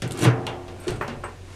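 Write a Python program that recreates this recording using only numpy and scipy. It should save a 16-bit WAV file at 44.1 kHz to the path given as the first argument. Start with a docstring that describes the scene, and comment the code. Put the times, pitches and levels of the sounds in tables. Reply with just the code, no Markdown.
"""A room with a low hum, the microphone close to a sheet-metal mailbox. A key seats and turns:
pins tick, the cam scrapes and lets go, and the thin panels of the box boom and ring.
The door swings down on a rubbing hinge and clunks on its stop, shaking the table beneath.
The hanging keys jingle and knock against the door, and a sleeve brushes into the opening."""
import sys
import numpy as np
from scipy import signal
from scipy.fft import rfft, irfft, next_fast_len
from scipy.io import wavfile

SR = 44100
rng = np.random.default_rng(int(sys.argv[2]) if len(sys.argv) > 2 else 0)


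def pcm_store(signal):
    """Save signal as 16-bit PCM."""
    levels = np.round(np.clip(np.atleast_2d(signal), -1, 1) * 32767)
    wavfile.write(sys.argv[1], SR, levels.astype(np.int16).T)


N = 68355
T = np.arange(N) / SR
CRACK_S, CONTACT_S = 0.002, 0.0013  # decay of a metal crack; rise of a ring after hard contact


def undb(db):
    """Decibels to gain."""
    return 10 ** (np.asarray(db) / 20)


def along(points, hz):
    """Read (pitch_hz, value) points on a log-frequency axis."""
    pitches, values = np.array(points, float).T
    return np.interp(np.log(np.maximum(hz, 1)), np.log(pitches), values)


def fader(points):
    """Gain over time from (time_s, level_db) points, silent before the first."""
    times, db = np.array(points, float).T
    return undb(np.interp(T, times, db)) * (T >= times[0])


def colour(x, points):
    """Causal filter through (pitch_hz, gain_db) points."""
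    size = 2 * next_fast_len(N)
    hz = np.arange(size // 2 + 1) * SR / size
    cepstrum = irfft(np.log(undb(along(points, hz))))
    cepstrum[1:size // 2] *= 2  # fold to minimum phase
    cepstrum[size // 2 + 1:] = 0
    return irfft(rfft(x, size) * np.exp(rfft(cepstrum)))[:N]


def at(start_s, x):
    """Delay a sound to its start."""
    return np.concatenate([np.zeros(int(start_s * SR)), x])[:N]


def fade(t60):
    """Decay by 60 dB in t60 seconds."""
    return np.exp(-np.log(1000) * T / t60)


def noise():
    """White noise of unit level."""
    return rng.standard_normal(N)


def ring(modes, swell_s, tilt_db=0):
    """Decaying modes that build up over swell_s, tilted by tilt_db per octave from the first."""
    rise = np.sin(np.pi / 2 * np.minimum(T / swell_s, 1))
    out = 0
    for hz, db, t60 in modes:
        gain = undb(db + tilt_db * np.log2(hz / modes[0][0]))
        out += gain * fade(t60) * np.sin(2 * np.pi * hz * T)
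    return rise * out


def thumps(pushes, modes, focus_db_per_octave=10):
    """Pushes into one body; the spot that is pushed favours the modes near one pitch."""
    out = 0
    for start_s, level_db, swell_s, pitch_hz in pushes:
        favoured = [(hz, db - focus_db_per_octave * abs(np.log2(hz / pitch_hz)), t60)
                    for hz, db, t60 in modes]
        out += undb(level_db) * at(start_s, ring(favoured, swell_s))
    return out


def stick_slip(slips_per_s):
    """Friction: tiny clicks at random times, each with a short tail."""
    slips = (rng.random(N) < slips_per_s / SR) * np.sign(noise())
    click = noise() * (np.exp(-T / CRACK_S) + undb(-10.5) * fade(t60=0.18))
    friction = signal.fftconvolve(slips, click)[:N]
    return friction / friction.std()


# Hum in the room: pitch_hz, level_db
HUM_TONES = [(45.6, -51), (91.2, -44)]
# Air around the microphone: pitch_hz, gain_db
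AIR_COLOUR = [(25, -24.5), (115, -25), (190, -36), (500, -33.5), (1000, -47.5), (2500, -47), (5000, -51.5),
              (9000, -56), (12000, -65)]
def room_tone():
    """A steady low hum and soft air noise lie behind everything."""
    hum = sum(undb(db) * np.sin(2 * np.pi * (hz * T + rng.random())) for hz, db in HUM_TONES)
    return np.sqrt(2) * hum + colour(noise(), AIR_COLOUR)


# Cloth entering the opening: time_s, level_db
SLEEVE_LEVELS = [(1.38, -70), (1.47, -51.5), (1.55, -45)]
# Its hiss: pitch_hz, gain_db
CLOTH_COLOUR = [(200, -7), (1000, 10), (3000, 1), (8000, -5.5), (11000, -10), (15000, -38)]
def sleeve():
    """Cloth brushes into the box with a faint, growing hiss."""
    return colour(noise() * fader(SLEEVE_LEVELS), CLOTH_COLOUR)


# Jolt into the table: start_s, level_db, swell_s, pitch_hz
TABLE_JOLTS = [(0.895, -24.5, 0.0062, 30)]
# The table's rumble: pitch_hz, level_db, t60_s
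TABLE_RING = [(27, -11, .4), (42, -6.5, 0.95), (63, 7, 0.24)]
def table_shudder():
    """The table shudders in its deep modes under the door."""
    return thumps(TABLE_JOLTS, TABLE_RING)


# Rub of the hinge: time_s, level_db
HINGE_LEVELS = [(.76, -51), (.82, -42.5), (.86, -38), (.95, -39), (1.0, -46.5), (1.04, -82)]
# Its tone: pitch_hz, gain_db
RUB_COLOUR = [(60, -18), (250, 8.5), (900, 8), (1800, 3.5), (4500, -9), (9000, -13), (15000, -39)]
def hinge():
    """The hinge sticks and slips as the door swings down."""
    return colour(stick_slip(slips_per_s=820) * fader(HINGE_LEVELS), RUB_COLOUR)


# Faint tone of the open door: time_s, pitch_hz, level_db
FLEX_GLIDE = [(.92, 675, -62), (1.12, 771, -46), (1.28, 737, -56), (1.5, 737, -65)]
def flexing_door():
    """One thin ring of the door slides in pitch as the sheet bends."""
    times, hz, db = np.array(FLEX_GLIDE, float).T
    phase = 2 * np.pi * np.cumsum(np.interp(T, times, hz)) / SR
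    return fader(list(zip(times, db))) * np.sin(phase)


# The door landing and settling: start_s, level_db, swell_s, pitch_hz
DOOR_LANDINGS = [(0.8690, -19.5, 0.0088, 375), (0.912, -26.5, 0.016, 112), (1.078, -23, 0.0073, 238)]
# The door's own ring: pitch_hz, level_db, t60_s
DOOR_RING = [(112, 6.5, 0.27), (140, -3, 0.97), (238, -5, 0.33), (361.8, 4.5, 0.15), (419, -1, 0.206),
             (579, -5, 0.18), (993, -2, 0.24), (1092, -1, 0.18), (1327, 8.5, 0.1)]
def door_stop():
    """The door clunks on its stop; its broad edge drives only a narrow range of modes."""
    return thumps(DOOR_LANDINGS, DOOR_RING, focus_db_per_octave=17)


# The key bunch hitting the door: start_s, level_db
KEY_KNOCKS = [(1.011, -11), (1.237, -16.5)]
# Its dull clack: pitch_hz, gain_db
CLACK_COLOUR = [(130, -14), (260, -5.5), (450, 0.5), (700, -6), (950, 3.5), (1320, -3), (1600, -2),
                (2300, -8.5), (2950, -15.5), (3600, -28), (8000, -34), (15000, -52)]
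def knocking_keys():
    """The hanging bunch knocks on the door, which rings under each knock."""
    envelope = undb(-4.5) * np.exp(-T / 0.0039) + undb(-4) * fade(t60=0.35)  # crack, then tail
    clacks = sum(undb(db) * at(start_s, noise() * envelope) for start_s, db in KEY_KNOCKS)
    ring_db, favoured_hz = -12, 650
    pushes = [(start_s, db + ring_db, CONTACT_S, favoured_hz) for start_s, db in KEY_KNOCKS]
    return colour(clacks, CLACK_COLOUR) + thumps(pushes, DOOR_RING)


# Jingles of the bunch: start_s, level_db, tilt_db_per_octave, t60_factor
KEY_JINGLES = [(0.797, -46.5, 1, .8), (0.881, -48.5, -17, 2.2), (1.015, -57, 18, 1.1),
               (1.24, -34.5, -79, .6)]
# One key's ring: pitch_hz, level_db, base_t60_s
KEY_RING = [(7960, -8, 0.12), (8340, 1, 0.2), (9460, -6, 0.39), (11675, -4.5, 0.14), (14705, -6, 0.17)]
def jingling_keys():
    """A ringing key beats against a quieter one, slightly out of tune with it."""
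    swell_s, detune_hz, twin_db = 0.009, (17.4, 54), -15
    out = 0
    for start_s, level_db, tilt_db, t60_factor in KEY_JINGLES:
        key = [(hz, db, t60 * t60_factor) for hz, db, t60 in KEY_RING]
        twin = [(hz + rng.uniform(*detune_hz), db + twin_db, t60) for hz, db, t60 in key]
        pair = ring(key, swell_s, tilt_db) - ring(twin, swell_s, tilt_db)
        out += undb(level_db) * at(start_s, pair)
    return out


# Ticks of pins and hinge: start_s, level_db, low_cut_hz
SMALL_TICKS = [(0.0768, -31, 7040), (0.1090, -28, 1500), (0.1202, -25, 5000), (0.1745, -28.5, 7400),
               (0.1914, -26, 5000), (0.207, -29.5, 7400), (0.8370, -40, 7200), (0.8725, -38, 3940),
               (0.906, -30, 8000), (0.962, -42, 3500), (1.2406, -40, 5000)]
# Small metal parts at close range: pitch_hz, gain_db
PIN_COLOUR = [(2000, -3), (3200, 6.5), (5500, -6.5), (8000, 3.5), (10500, -5), (12000, -8.5), (15000, -15)]
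def ticks():
    """Small hard parts snap home, each with a sharp peak and a brief tail."""
    peak_s = 0.00056
    envelope = T / peak_s * np.exp(1 - T / peak_s) + undb(-8) * fade(t60=0.1)
    out = 0
    for start_s, level_db, low_cut_hz in SMALL_TICKS:
        low_cut = signal.butter(2, low_cut_hz, "high", fs=SR, output="sos")
        tick = signal.sosfilt(low_cut, np.sign(noise()) * envelope)
        out += undb(level_db) * at(start_s, tick)
    return colour(out, PIN_COLOUR)


# The cam dragging on the frame: time_s, level_db
CAM_LEVELS = [(.10, -30.5), (.17, -21.5), (.21, -16.5), (.232, -8.5), (.255, -5), (.29, -15), (.32, -25),
              (.36, -44)]
# Its rasp: pitch_hz, gain_db
CAM_COLOUR = [(100, -53.5), (200, 0.5), (450, 5.5), (600, -6), (1400, -8.5), (2700, -10.5), (4300, -22.5),
              (6000, -21.5), (9000, -37), (15000, -45)]
# The key grating on the pins: time_s, level_db
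GRIT_LEVELS = [(.13, -51), (.18, -48), (.21, -34.5), (.243, -27), (.256, -33.5), (.28, -76)]
# The cam's chirp, then the latch's ping: pitch_hz, level_db, t60_s
SQUEAK_MODES = [(5840, -0.29, 0.056), (5930, -1.8, 0.07)]
LATCH_MODES = [(854, -3, 0.44), (3500, -15, 0.066)]
def turning_lock():
    """The key grates in the barrel, the cam drags and chirps as it bites, and the latch snaps free."""
    grit = colour(stick_slip(slips_per_s=170) * fader(GRIT_LEVELS), PIN_COLOUR)
    cam = colour(stick_slip(slips_per_s=820) * fader(CAM_LEVELS), CAM_COLOUR)
    squeak = undb(-29.5) * at(0.2215, ring(SQUEAK_MODES, CONTACT_S))
    latch = undb(-33) * at(0.467, ring(LATCH_MODES, CONTACT_S))
    return grit + cam + squeak + latch


# Pushes that flex the box: start_s, level_db, swell_s, pitch_hz
BOX_PUSHES = [(0.022, -18, 0.05, 116), (0.208, -11, 0.061, 172), (0.256, -5, 0.039, 117),
              (0.475, -26.5, 0.029, 118)]
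# Its boom from close by: pitch_hz, level_db, t60_s
BOX_RING = [(121, 4.5, 0.25), (160, 1, 0.15), (275, -3.5, 0.22), (310, 2.5, 0.2), (456.7, 10, 0.2)]
def booming_box():
    """The box flexes and booms in its low modes as the key seats and turns."""
    return thumps(BOX_PUSHES, BOX_RING)


# Decay of the rattle in the box: pitch_hz, t60_s
RATTLE_DECAY = [(300, 0.85), (1000, 0.54), (2800, 0.26), (6000, 0.19), (13000, 0.085)]
def rattle():
    """Countless overlapping modes; the higher half-octave bands die away sooner."""
    spectrum, hz = rfft(noise()), np.arange(N // 2 + 1) * SR / N
    bands = np.round(2 * np.log2(np.clip(hz, 180, 16000)))
    return sum(irfft(spectrum * (bands == band), N) * fade(along(RATTLE_DECAY, 2 ** (band / 2)))
               for band in np.unique(bands))


# Bands that shape each blow: pitch_hz
BANDS_HZ = (400, 900, 1500, 3200, 5000, 9000, 13000)
# Key, cam, latch and door striking the box: start_s, crack_db, ring_db, then gain_db for each band
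METAL_BLOWS = [(0.02, 8, -37, -9.5, -30, -24, -26, -29, -33, -46),
               (0.2460, 11.5, -26, -5.5, -11, -10.5, -17.5, -34.5, -27.5, -43),
               (0.4670, 11.5, -38.5, -19, -17, -25.5, -20.5, -37.5, -38, -50),
               (0.6800, -17, -71, -22.5, -34, -36, -37.5, -43, -54, -58),
               (0.88, 8, -45, -12.5, -23.5, -26.5, -26, -29.5, -33.5, -54),
               (1.079, 4, -60, -18.5, -24, -25.5, -30.5, -36.5, -44, -56)]
# Main modes of the panels: pitch_hz, level_db, t60_s
PANEL_RING = [(181, -25, 0.72), (268.4, -2.5, 1.3), (309.2, 4, 0.21), (356.3, -1, 1.84), (442, 1, 0.7),
              (648, -7, 0.99), (662, -11, 2.2), (755.4, -13.5, 1.34), (807, -9, 1.14), (873, -16, 0.47)]
# Wash of lesser panel modes: pitch_hz, gain_db
PANEL_SHIMMER = [(190, -21), (300, 4.5), (500, -7), (750, 8.5), (1100, 2), (1800, -7.5), (3000, -15),
                 (6000, -55)]
def metal_blows():
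    """Metal on metal: a bright crack, a rattling tail, and the long ring of the panels."""
    panels = sum(ring([(hz, db, t60)], swell_s=0.16 * t60) for hz, db, t60 in PANEL_RING)
    out = 0
    for start_s, crack_db, ring_db, *band_db in METAL_BLOWS:
        crack = colour(noise() * np.exp(-T / CRACK_S), [(1200, -32.5), (3200, 0.5)])
        bass = [(50, band_db[0] - 77), (110, band_db[0] + 3), (260, band_db[0] - 4)]
        hit = colour(undb(crack_db) * crack + rattle(), bass + list(zip(BANDS_HZ, band_db)))
        shimmer = colour(noise() * fade(t60=1.66), PANEL_SHIMMER)
        out += at(start_s, hit + undb(ring_db) * (panels + shimmer))
    return out


# Resonances of the thin sheet: pitch_hz, gain_db, t60_s
SHEET_RESONANCES = [(747, -1.5, 0.066), (1038, -3.5, 0.19), (1389, -1.5, 0.14), (1825, 2.5, 0.26),
                    (2620, 4.5, 0.47), (2805, 4.5, 0.15)]
def resonating_sheet(drive):
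    """The thin sheet rings in answer to the metal sounds that drive it."""
    response = 0
    for hz, db, t60 in SHEET_RESONANCES:
        unit_gain = 2 * np.log(1000) / (t60 * SR)  # 0 dB at the resonance
        response += undb(db) * unit_gain * fade(t60) * np.cos(2 * np.pi * hz * T)
    return signal.fftconvolve(drive, response)[:N]


def scene():
    """Lock, box, door, keys and sleeve, close to one microphone over the room tone."""
    metal = metal_blows() + ticks() + turning_lock() + hinge() + knocking_keys() + jingling_keys()
    body = booming_box() + door_stop() + table_shudder() + flexing_door()
    return (metal + resonating_sheet(metal) + body + sleeve() + room_tone())[None]


# Treble response of the microphone: pitch_hz, gain_db
MIC_RESPONSE = [(12000, -0.5), (14500, -9), (15800, -17)]
def record(dry):
    """The microphone softens the highest treble and the recorder cuts the top."""
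    top_hz = 15600
    low_pass = signal.ellip(8, .2, 70, top_hz, fs=SR, output="sos")
    return signal.sosfilt(low_pass, colour(dry[0], MIC_RESPONSE))[None]


dry = scene()
out = record(dry)
pcm_store(out)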